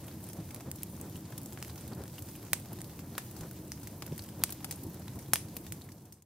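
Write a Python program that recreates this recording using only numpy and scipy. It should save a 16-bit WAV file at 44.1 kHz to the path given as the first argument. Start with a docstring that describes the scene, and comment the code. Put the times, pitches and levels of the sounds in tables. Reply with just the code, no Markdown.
"""Coals tick, snap and shed crumbs over a low rumble of flame: charcoal in an open metal furnace.
Each brittle fracture is an impulse coloured by the piece that broke, and the furnace wall scatters
it into a short, bright tail. The strongest cracks make whole blocks knock. Turbulent flames flutter
and flap; escaping gas hisses, spits, puffs and whistles thinly. The sound fades out at the end."""
import sys
import numpy as np
from scipy import signal
from scipy.fft import rfft, irfft, next_fast_len
from scipy.io import wavfile
from scipy.ndimage import map_coordinates

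SR = 44100
rng = np.random.default_rng(int(sys.argv[2]) if len(sys.argv) > 2 else 0)


def materialize(psi):
    """Save the field psi as 16-bit PCM at rate SR to the path in sys.argv[1].

    A 1-D psi becomes a single channel; in a 2-D psi each row is a channel.
    """
    bounded = np.clip(np.atleast_2d(psi).T, -1, 1)
    quanta = np.round(bounded * 32767).astype(np.int16)
    wavfile.write(sys.argv[1], SR, quanta)


N = 275625
TIME_S = np.arange(N) / SR
TOP_HZ = 15750  # upper band limit


def amp(db):
    """Decibels to amplitude ratio."""
    return 10 ** (np.asarray(db) / 20)


def unit(x):
    """Normalisation to rms 1."""
    return x / np.sqrt(np.mean(x ** 2) + 1e-20)


def along(points, hz):
    """Interpolation of (frequency_hz, value) points on a logarithmic frequency axis."""
    knot_hz, values = np.transpose(points)
    return np.interp(np.log(hz + 1), np.log(knot_hz + 1), values)


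def wobble(per_s):
    """Slow random modulation: a spline through per_s Gaussian values a second."""
    knots = rng.standard_normal(int(N * per_s / SR) + 4)
    return map_coordinates(knots, [TIME_S * per_s])


def filtered(x, response):
    """Linear filtering: the spectrum of x is multiplied by response(hz)."""
    size = next_fast_len(x.shape[-1] + 8192)
    hz = np.fft.rfftfreq(size, 1 / SR)
    return irfft(rfft(x, size) * response(hz), size)[..., :x.shape[-1]]


def minimum_phase(gain_db):
    """Causality: a response with these gains that rings only after the blow."""
    cepstrum = irfft(np.log(amp(gain_db)))
    half = cepstrum.shape[-1] // 2
    cepstrum[..., 1:half] *= 2
    cepstrum[..., half + 1:] = 0
    return np.exp(rfft(cepstrum))


# Likeness of left and right: frequency_hz, correlation
COHERENCE = [(200, 1), (450, 0.98), (800, 0.92), (1300, 0.73), (2000, 0.75), (3000, 0.94), (4500, 0.48),
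             (5600, 0.22), (7500, -0.17), (12500, 0.16), (15000, -0.29)]
def spread(pair, hz):
    """Partial coherence: two independent spectra mix to stereo, alike in the bass, apart in the treble."""
    angle = np.arccos(np.clip(along(COHERENCE, hz), -1, 1)) / 2
    mid, side = pair[0] * np.cos(angle), pair[1] * np.sin(angle)
    return np.array([mid + side, mid - side])


def coloured_noise(spectrum):
    """Spectral shaping of white noise, in stereo at rms 1."""
    size = next_fast_len(N)
    hz = np.fft.rfftfreq(size, 1 / SR)
    white = spread(rfft(rng.standard_normal((2, size))), hz)
    return unit(irfft(white * amp(along(spectrum, hz)), size)[:, :N])


# Colour of the wall's reflections, also given to the gas spits: frequency_hz, gain_db
WALL_SPECTRUM = [(200, -14), (1000, -8.5), (3000, -0.5), (9000, 0.5), (12000, -5), (15000, -10.5)]
def furnace_wall(incident, t60_s=0.27, rise_s=0.00077, size=16384):
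    """Reverberation: the round metal wall scatters each crack into a short, bright tail."""
    t = np.arange(size) / SR
    tail = filtered(rng.standard_normal((2, size)), lambda hz: amp(along(WALL_SPECTRUM, hz)))
    tail = tail * amp(-60 * t / t60_s) * (1 - np.exp(-t / rise_s))
    return signal.fftconvolve(incident, tail / np.linalg.norm(tail[0]), axes=1)[:, :N]


def gas_whistle(start_s=1.4, rise_s=0.6, level_db=-69.5, pitch_hz=14000, sag_hz_per_s=190, waver_hz=70):
    """Flow tone: gas sings in a slowly widening crack, a narrow noise band that wavers and sinks."""
    age_s = TIME_S - start_s
    swell = np.clip(age_s / rise_s, 0, 1)
    centre_hz = pitch_hz - sag_hz_per_s * age_s + waver_hz * wobble(8)
    phase = 2 * np.pi * np.cumsum(centre_hz) / SR
    band = np.array([wobble(450) * np.sin(phase) + wobble(450) * np.cos(phase) for _ in range(2)])
    return swell * amp(level_db + wobble(4.6)) * unit(band)


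# Colour of the seeping gas: frequency_hz, density_db
HISS_SPECTRUM = [(300, -23), (1000, -3), (3000, -2.5), (5500, -0.5), (8000, 0), (11000, 0.5), (12500, 1.5),
                 (14000, 3), (16000, 2)]
# Strength of the gas flow, the base level for hiss and ticks: time_s, level_db
GAS_FLOW = [(0, -54), (1.5, -53.5), (1.7, -52.5), (2.05, -56), (2.33, -50.5), (2.5, -55), (3.05, -54),
            (3.25, -51.5), (3.62, -55), (4.05, -53), (5.3, -55), (5.7, -55.5)]
def gas_hiss(offset_db=-0.6, sputter_db=0.77, split_hz=7000):
    """Flow noise: gas seeps from hot coals, its coarse and fine hiss each wavering at its own pace."""
    flow_db = np.interp(TIME_S, *np.transpose(GAS_FLOW))
    hiss = coloured_noise(HISS_SPECTRUM)
    fine = filtered(hiss, lambda hz: hz ** 4 / (hz ** 4 + split_hz ** 4))
    coarse = hiss - fine
    seep = coarse * amp(1.7 * wobble(25)) + fine * amp(1.2 * wobble(21))
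    return amp(flow_db + offset_db + sputter_db * wobble(340)) * seep


# Jets of gas from fresh cracks: start_s, level_db, t60_s
GAS_SPITS = [(1.69, -53, 0.15), (2.549, -53, 0.3), (4.193, -55, 0.076), (4.458, -52.5, 0.53),
             (4.503, -48, 0.026), (4.712, -48, 0.14), (5.36, -46, 0.22)]
def gas_spits(rise_s=0.0018):
    """Transient jet noise: gas rushes from a fresh crack and dies away exponentially."""
    envelope = np.zeros(N)
    for start_s, level_db, t60_s in GAS_SPITS:
        age_s = np.maximum(TIME_S - start_s, 0)
        envelope += amp(level_db - 60 * age_s / t60_s) * np.minimum(age_s / rise_s, 1)
    return envelope * coloured_noise(WALL_SPECTRUM)


# Colour of the body of the flames: frequency_hz, density_db
RUMBLE_SPECTRUM = [(20, -30), (48, -15), (62, -12.5), (80, 1), (130, 0.5), (175, -1), (260, -7.5),
                   (315, -4.5), (430, -17.5), (650, -26), (1000, -24), (1500, -54), (3000, -75)]
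# Colour of the flame tips: frequency_hz, density_db
TIP_SPECTRUM = [(200, -39.5), (400, 3.5), (560, 4), (900, -2.5), (1250, -8.5), (1800, -13), (3000, -27)]
# Flapping sheets of flame: centre_s, level_db, width_s, tips_relative_db
FLAME_FLAPS = [(0.396, -42, 0.02, -13), (0.675, -41, 0.015, -11.5), (0.938, -37, 0.005, -27),
               (1.033, -46.5, 0.028, -6), (1.164, -44.5, 0.017, -25), (1.923, -39.5, 0.01, -6.5),
               (1.998, -40.5, 0.024, -7.5), (2.725, -41, 0.013, -11), (2.79, -46.5, 0.023, -23),
               (3.44, -45.5, 0.02, -5.5), (4.125, -39, 0.015, -17), (4.412, -40.5, 0.022, -12),
               (4.859, -40.5, 0.024, -27), (5.008, -46, 0.0092, -7), (5.169, -40, 0.012, -17),
               (5.29, -37.5, 0.0031, -25)]
def flames(rumble_db=-46, flutter_db=-60):
    """Turbulent combustion noise: flames rumble, their tips flutter, and now and then a sheet flaps."""
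    flicker = wobble(22)  # one flicker moves both; the tips swing wider
    rumble = amp(rumble_db + 0.25 * flicker) * coloured_noise(RUMBLE_SPECTRUM)
    flutter = amp(flutter_db + 2.5 * flicker) * coloured_noise(TIP_SPECTRUM)
    centre_s, level_db, width_s, tips_db = np.transpose(FLAME_FLAPS)[:, :, None]
    swells = amp(level_db) * np.exp(-((TIME_S - centre_s) / width_s) ** 2 / 2)
    body_flaps = swells.sum(axis=0) * coloured_noise(RUMBLE_SPECTRUM)
    tip_flaps = (swells * amp(tips_db)).sum(axis=0) * coloured_noise(TIP_SPECTRUM)
    return rumble + flutter + body_flaps + tip_flaps


# Pockets of gas bursting or catching fire: centre_s, peak_db, width_s
GAS_PUFFS = [(3.1806, -31, 0.00015), (3.4164, -35.5, 0.0015), (4.126, -29.5, 0.00062),
             (4.4022, -41, 0.00092), (5.3346, -39, 0.00052)]
def gas_puffs():
    """Monopole radiation: a pocket of gas expands at once, giving one push of air, then one pull."""
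    centre_s, peak_db, width_s = np.transpose(GAS_PUFFS)[:, :, None]
    widths = np.clip((TIME_S - centre_s) / width_s, -10, 10)
    return np.sum(-amp(peak_db) * widths * np.exp((1 - widths ** 2) / 2), axis=0)


# Whole blocks shaken as they crack: start_s, pitch_hz, level_db, t60_s
BLOCK_KNOCKS = [(2.5326, 2100, -20.5, 0.0019), (3.1806, 880, -32, 0.0036), (4.4376, 2380, -35, 0.003),
                (5.3344, 1290, -19, 0.007), (5.3578, 3520, -32, 0.018)]
def block_knocks():
    """Damped free vibration: a strong crack sets the whole block ringing in a short, hollow knock."""
    start_s, pitch_hz, level_db, t60_s = np.transpose(BLOCK_KNOCKS)[:, :, None]
    age_s = np.clip(TIME_S - start_s, 0, 2 * t60_s)
    return np.sum(amp(level_db - 60 * age_s / t60_s) * np.sin(2 * np.pi * pitch_hz * age_s), axis=0)


# Colour common to all breaking coal: frequency_hz, density_db
SNAP_SPECTRUM = [(30, -37.5), (100, 4), (400, -3), (700, 2.5), (1150, 3.5), (2000, 4), (3500, -3.5),
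                 (5500, -4.5), (7500, -4), (11000, -4.5), (13000, -4.5), (16000, -4)]
def coal_response(hz, tilt_db_per_octave, ring_hz, ring_db, ring_octaves, uneven_db):
    """Resonant filtering: each piece has a spectral tilt, one ring, and random peaks and dips."""
    octaves = np.log2(np.maximum(hz, 1000) / ring_hz)
    tilt_db = tilt_db_per_octave * np.minimum(octaves, np.log2(11400 / ring_hz))  # flat above 11.4 kHz
    resonance_db = ring_db * np.exp(-(octaves / ring_octaves) ** 2)
    knot_hz = np.linspace(0, SR / 2, 28)
    ripple = np.array([np.interp(hz, knot_hz, row) for row in rng.standard_normal((len(ring_hz), 28))])
    colour = minimum_phase(along(SNAP_SPECTRUM, hz) + uneven_db * ripple + tilt_db + resonance_db)
    lowpass = np.clip((TOP_HZ - hz) / 1000 + 1, 0, 1)
    delay_s = 0.00012 * hz / TOP_HZ  # the treble rattles in the pores and leaves a little later
    return colour * lowpass * np.exp(-1j * np.pi * hz * delay_s)


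# Thinner colour of small crumbs, relative to the snap: frequency_hz, gain_db
CRUMB_SPECTRUM = [(200, -29), (700, 7), (2000, -5), (5000, 1.5), (9000, 0), (15000, -4)]
def fractures(rows, snap_t60_s, crumb_t60_s, ring_octaves, spike, uneven_db, size):
    """Brittle fracture: a snap, then a shower of crumbs. Returns direct and wall-bound sound."""
    start_s, level_db, tilt, ring_hz, ring_db, crumb_db, side, wall_db = np.transpose(rows)[:, :, None]
    t, hz = np.arange(size) / SR, np.fft.rfftfreq(size, 1 / SR)
    colour = coal_response(hz, tilt, ring_hz, ring_db, ring_octaves, uneven_db)
    nearness = np.array([side, -side]) / 2  # the nearer channel is earlier and louder
    lead = np.exp(2j * np.pi * hz * 0.00005 * nearness)
    gain = amp(level_db + 1.5 * nearness)
    margin = 16  # samples of room for that lead

    def radiate(force, shade):
        """Source and filter: force through the coal, scaled to the energy of 1 ms at rms 1."""
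        spectrum = spread(rfft(np.roll(force, margin, axis=-1)), hz)
        pressure = irfft(spectrum * colour * shade * lead)
        return pressure / np.sqrt(np.sum(pressure ** 2, axis=2, keepdims=True) / (SR / 1000))

    snap, crumbs, crumb_sizes = rng.standard_normal((len(rows), 3, 2, size)).transpose(1, 2, 0, 3)
    snap = snap * amp(-60 * t / snap_t60_s)
    snap[0, :, 0] += spike  # the first break is one clean push
    shower = amp(-60 * t / crumb_t60_s) * (1 - np.exp(-t / 0.0019))
    crumbs = crumbs * amp(2.5 * crumb_sizes) * shower
    cracks = gain * (radiate(snap, 1) + amp(crumb_db) * radiate(crumbs, amp(along(CRUMB_SPECTRUM, hz))))
    paths = np.zeros((2, 2, N + size))
    for k, start in enumerate(np.clip(start_s[:, 0] * SR - margin, 0, N - 1).astype(int)):
        paths[..., start:start + size] += np.array([cracks[:, k], amp(wall_db[k]) * cracks[:, k]])
    return paths[..., :N]


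def ember_ticks(count=280, lowest_hz=3120, span_octaves=2.46, ring_db=6, wall_db=-8.5):
    """Shot noise: tiny dry fractures at random moments, most faint, louder where more gas escapes."""
    when, chance, pitch, place = rng.random((count, 4)).T
    tilt_scatter, crumb_scatter = rng.standard_normal((count, 2)).T
    start_s = when * N / SR
    excess_db = 0.5 + np.minimum(-2.5 * np.log(1 - chance), 10)  # capped exponential distribution
    level_db = np.interp(start_s, *np.transpose(GAS_FLOW)) + excess_db
    tilt = np.maximum(6 + 6 * tilt_scatter, 0)
    ring_hz = lowest_hz * 2 ** (span_octaves * pitch)
    crumb_db = -2 + 3 * crumb_scatter
    side = 2 * place - 1
    columns = np.broadcast_arrays(start_s, level_db, tilt, ring_hz, ring_db, crumb_db, side, wall_db)
    return fractures(np.transpose(columns), snap_t60_s=0.003, crumb_t60_s=0.03,
                     ring_octaves=0.4, spike=4, uneven_db=3.5, size=1024)


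# Coals cracking: start_s, level_db, tilt_db_per_octave, ring_hz, ring_db, crumbs_relative_db,
# side (positive is left), wall_relative_db
COAL_POPS = [(0.2416, -38.5, 12, 1400.0, 11.5, -14, 0.63, -13),
             (0.2895, -38, 11.5, 8950, 5, -10, -0.59, -19), (0.3327, -39, 7, 6220.0, 4, -4, 0.27, -21),
             (0.5076, -43.5, 3.5, 2170, 4, 3, 0.87, -11), (0.5463, -32.5, 8.5, 1400.0, 5, -8, -0.64, -24),
             (0.7154, -29, 7, 7950, 8, -15, -1.13, -21), (0.7582, -43, 11, 4740.0, 0, 3, 0.45, -15),
             (0.8329, -27, 8.5, 2740, 2.5, -8, -0.094, -29), (1.0132, -35.5, 11, 8200, 9, -7, -0.13, -12),
             (1.1572, -43, 4.5, 3120, 11, -1, -0.4, -18), (1.1663, -42, 8, 9000, 6, -4, 0.63, -11),
             (1.3792, -35, 6.5, 4530, 1.5, 1.5, -0.062, -18), (1.4157, -44, 8, 10000, 4, -5, -0.3, -16),
             (1.4326, -42, 9, 11000, 4, -2, 0.48, -16), (1.4597, -37.5, 9.5, 8250, 2, -5, 0.56, -9),
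             (1.5748, -38.5, -3, 14500.0, 3, -8, 0.89, -5), (1.6266, -30.5, 3, 4900.0, 8, -9, -0.66, -11.5),
             (1.6484, -40.5, 2, 6010.0, 5, -14, -0.1, -18),
             (1.6795, -44.5, 0.5, 13100.0, 10, 0, -0.82, -16),
             (1.6976, -44.5, 0.5, 4140.0, 14, 1, -0.0, -13), (1.7584, -44.5, 4, 9000, -5, 0, 0.2, -14),
             (1.7784, -44, 2.5, 5960, 8, 3, -0.77, -11), (1.81, -42, 7, 8300, 23, -7, -0.13, -24),
             (1.8777, -39.5, 12, 1450.0, 5, -3, -0.51, -10), (1.8815, -49, 4, 3900, 16, -5, 0, -18),
             (1.9335, -46, 3, 4400, 15, -3, 0, -14), (1.9485, -48, 9, 12000, 1, 3, 0.68, -18),
             (2.0379, -39, 8.5, 1390, 16, -12, 0.77, -13), (2.0797, -43, 2, 11000, 4, -5, -0.44, -10),
             (2.1822, -43, 2.5, 3160, 11, 3.5, 0.0, -30), (2.1899, -42.5, 3, 13000, 12, 3.5, 0.2, -20),
             (2.2228, -39, 7, 7620.0, 4, -1, 0.54, -24), (2.2872, -44, 4, 6000, 2, 2, -0.53, -17),
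             (2.3537, -47.5, 4, 2660.0, 9, 2.5, -0.39, -29), (2.361, -43.5, 11, 10000, 8, -2, 0.2, -21),
             (2.4289, -46, 4, 4200, 5, -3, -0.25, -20), (2.5327, -14.5, 4, 14500, -0.5, -6.5, -1, -16.5),
             (2.5998, -42, 8, 9990.0, 10, -13.0, -1.1, -16), (2.6579, -45, 5, 10000, -4, -1, 0.54, -16),
             (2.7308, -39.5, 4, 12240.0, 10.5, 0.5, -0.3, -19), (2.7886, -44, 2, 12000, 5, -5, 0.56, -18),
             (2.8059, -42.5, -0.5, 8500, 10, -1, -0.0069, -16),
             (2.8166, -34.5, 5.5, 8430.0, 9, -10, -1.16, -28),
             (2.8444, -42.5, 5, 4430.0, 14, -10, 0.36, -7), (2.9974, -46, 10, 13100.0, 21, -9, -0.3, -14),
             (3.1526, -42.5, -2, 4220, 14, -3, -0.18, -18), (3.1802, -25.5, 0.5, 13300, 8.5, -1, 0.24, -11),
             (3.3644, -48, 4.5, 4740.0, 2, 7.5, 0.87, -4), (3.4094, -38, 5.5, 9500, -2, -2.5, 0.57, -12),
             (3.5122, -39.5, 7, 1400.0, 22.5, -6, 0.3, -16), (3.68, -48, 7, 9000, 4, -4, 0.23, -18),
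             (3.7193, -30, 3.5, 5600, 9.5, -9, -0.57, -12), (3.8316, -44, 9, 1400.0, 18, 4, 0.85, -8),
             (3.8726, -37.5, 6.5, 2150, 9, 0, -0.64, -22), (4.0229, -33.5, 0, 6010.0, 2, -1.5, 1.3, -26),
             (4.0652, -36, 8, 1400.0, 13, -8, -0.81, -16), (4.179, -36.5, 9, 1720.0, 8, 0, 0.41, -8),
             (4.1929, -38, 3.5, 4240, 15, 0, -0.04, -23), (4.2393, -43.5, 7, 10000, 4, 0, 0.2, -22),
             (4.4189, -44.5, -6, 3620.0, 23, -1, -0.96, -11),
             (4.4377, -12.5, 5, 8300, 5, -12.5, -0.034, -21),
             (4.4939, -39, -1.5, 5810.0, 6.5, -5, 0.41, -18), (4.5042, -40.5, 17, 3980, 10, 8, 0.029, -19),
             (4.5241, -31.5, 7, 3740.0, 4, -1, 1.3, -17), (4.6452, -31, 2, 10400, 6.5, 2, 2.1, -16),
             (4.7105, -30, 6.5, 4140.0, 2, 2, 0.59, -14), (4.7251, -34.5, 5, 6880.0, 8, -3, -0.61, -23),
             (4.7579, -43, 6, 9990.0, 18, 2, -0.76, -16), (4.8349, -40.5, 12, 1390, 10, 2, -0.72, -23),
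             (4.9447, -45, 8, 8000, -9, -5, 0, -16), (5.0808, -41, 0.5, 3700, 8.5, 0, -0.59, -20),
             (5.1896, -43, 7.5, 1890, 13, 1.5, 1.1, -4), (5.3348, -10.5, 4, 10800, 5.5, -6, 0.61, -13.5),
             (5.3578, -22.5, 1.5, 2120, 6, -10, -0.2, -18), (5.5433, -48, 9, 12000, 4, -11, 0.45, -18),
             (5.5676, -29.5, 5, 12240.0, 5.5, -4.5, 0.46, -13), (5.6663, -43, 2, 3720, 6, 1, -0.22, -5),
             (5.7228, -29, 6.5, 8400, 3, -5.5, -0.98, -15), (5.8187, -42, 6.5, 4060, 19, -6, 0.21, -15.5),
             (5.8411, -48, 11, 12000, 7, -5, 0.38, -18), (5.8895, -45, 2.5, 2010, 12, 1, 0, -11),
             (5.919, -44, 6, 4900.0, 6, 3.5, -0.52, -13), (6.0541, -44, 9, 11000, 0, 1, 0.76, -7),
             (6.1242, -32, 9.5, 5500, 4, 1, 0.92, -7), (6.2228, -31, 8, 7000, 9.5, -3, 0.49, -27)]
def coal_pops():
    """Impulse excitation: each larger fracture pops sharply and briefly rings the piece that broke."""
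    return fractures(COAL_POPS, snap_t60_s=0.0057, crumb_t60_s=0.024,
                     ring_octaves=0.3, spike=8, uneven_db=0.7, size=2048)


def scene():
    """Superposition: crackling coals and their reflections add to the flames and the escaping gas."""
    crackle, on_wall = coal_pops() + ember_ticks()
    fire = crackle + furnace_wall(on_wall) + flames() + block_knocks()
    return fire + gas_puffs() + gas_hiss() + gas_spits() + gas_whistle()


def record(dry, ceiling=0.95, fade_start_s=5.664, fade_end_s=6.288):
    """Soft saturation rounds the highest peaks; a closing fade and a low-pass band limit follow."""
    rounded = dry / (1 + (dry / ceiling) ** 4) ** 0.25
    fade = np.interp(TIME_S, [fade_start_s, fade_end_s], [1, 0])
    return filtered(rounded * fade, lambda hz: np.clip((TOP_HZ - hz) / 400 + 0.5, 0, 1))


dry = scene()
out = record(dry)
materialize(out)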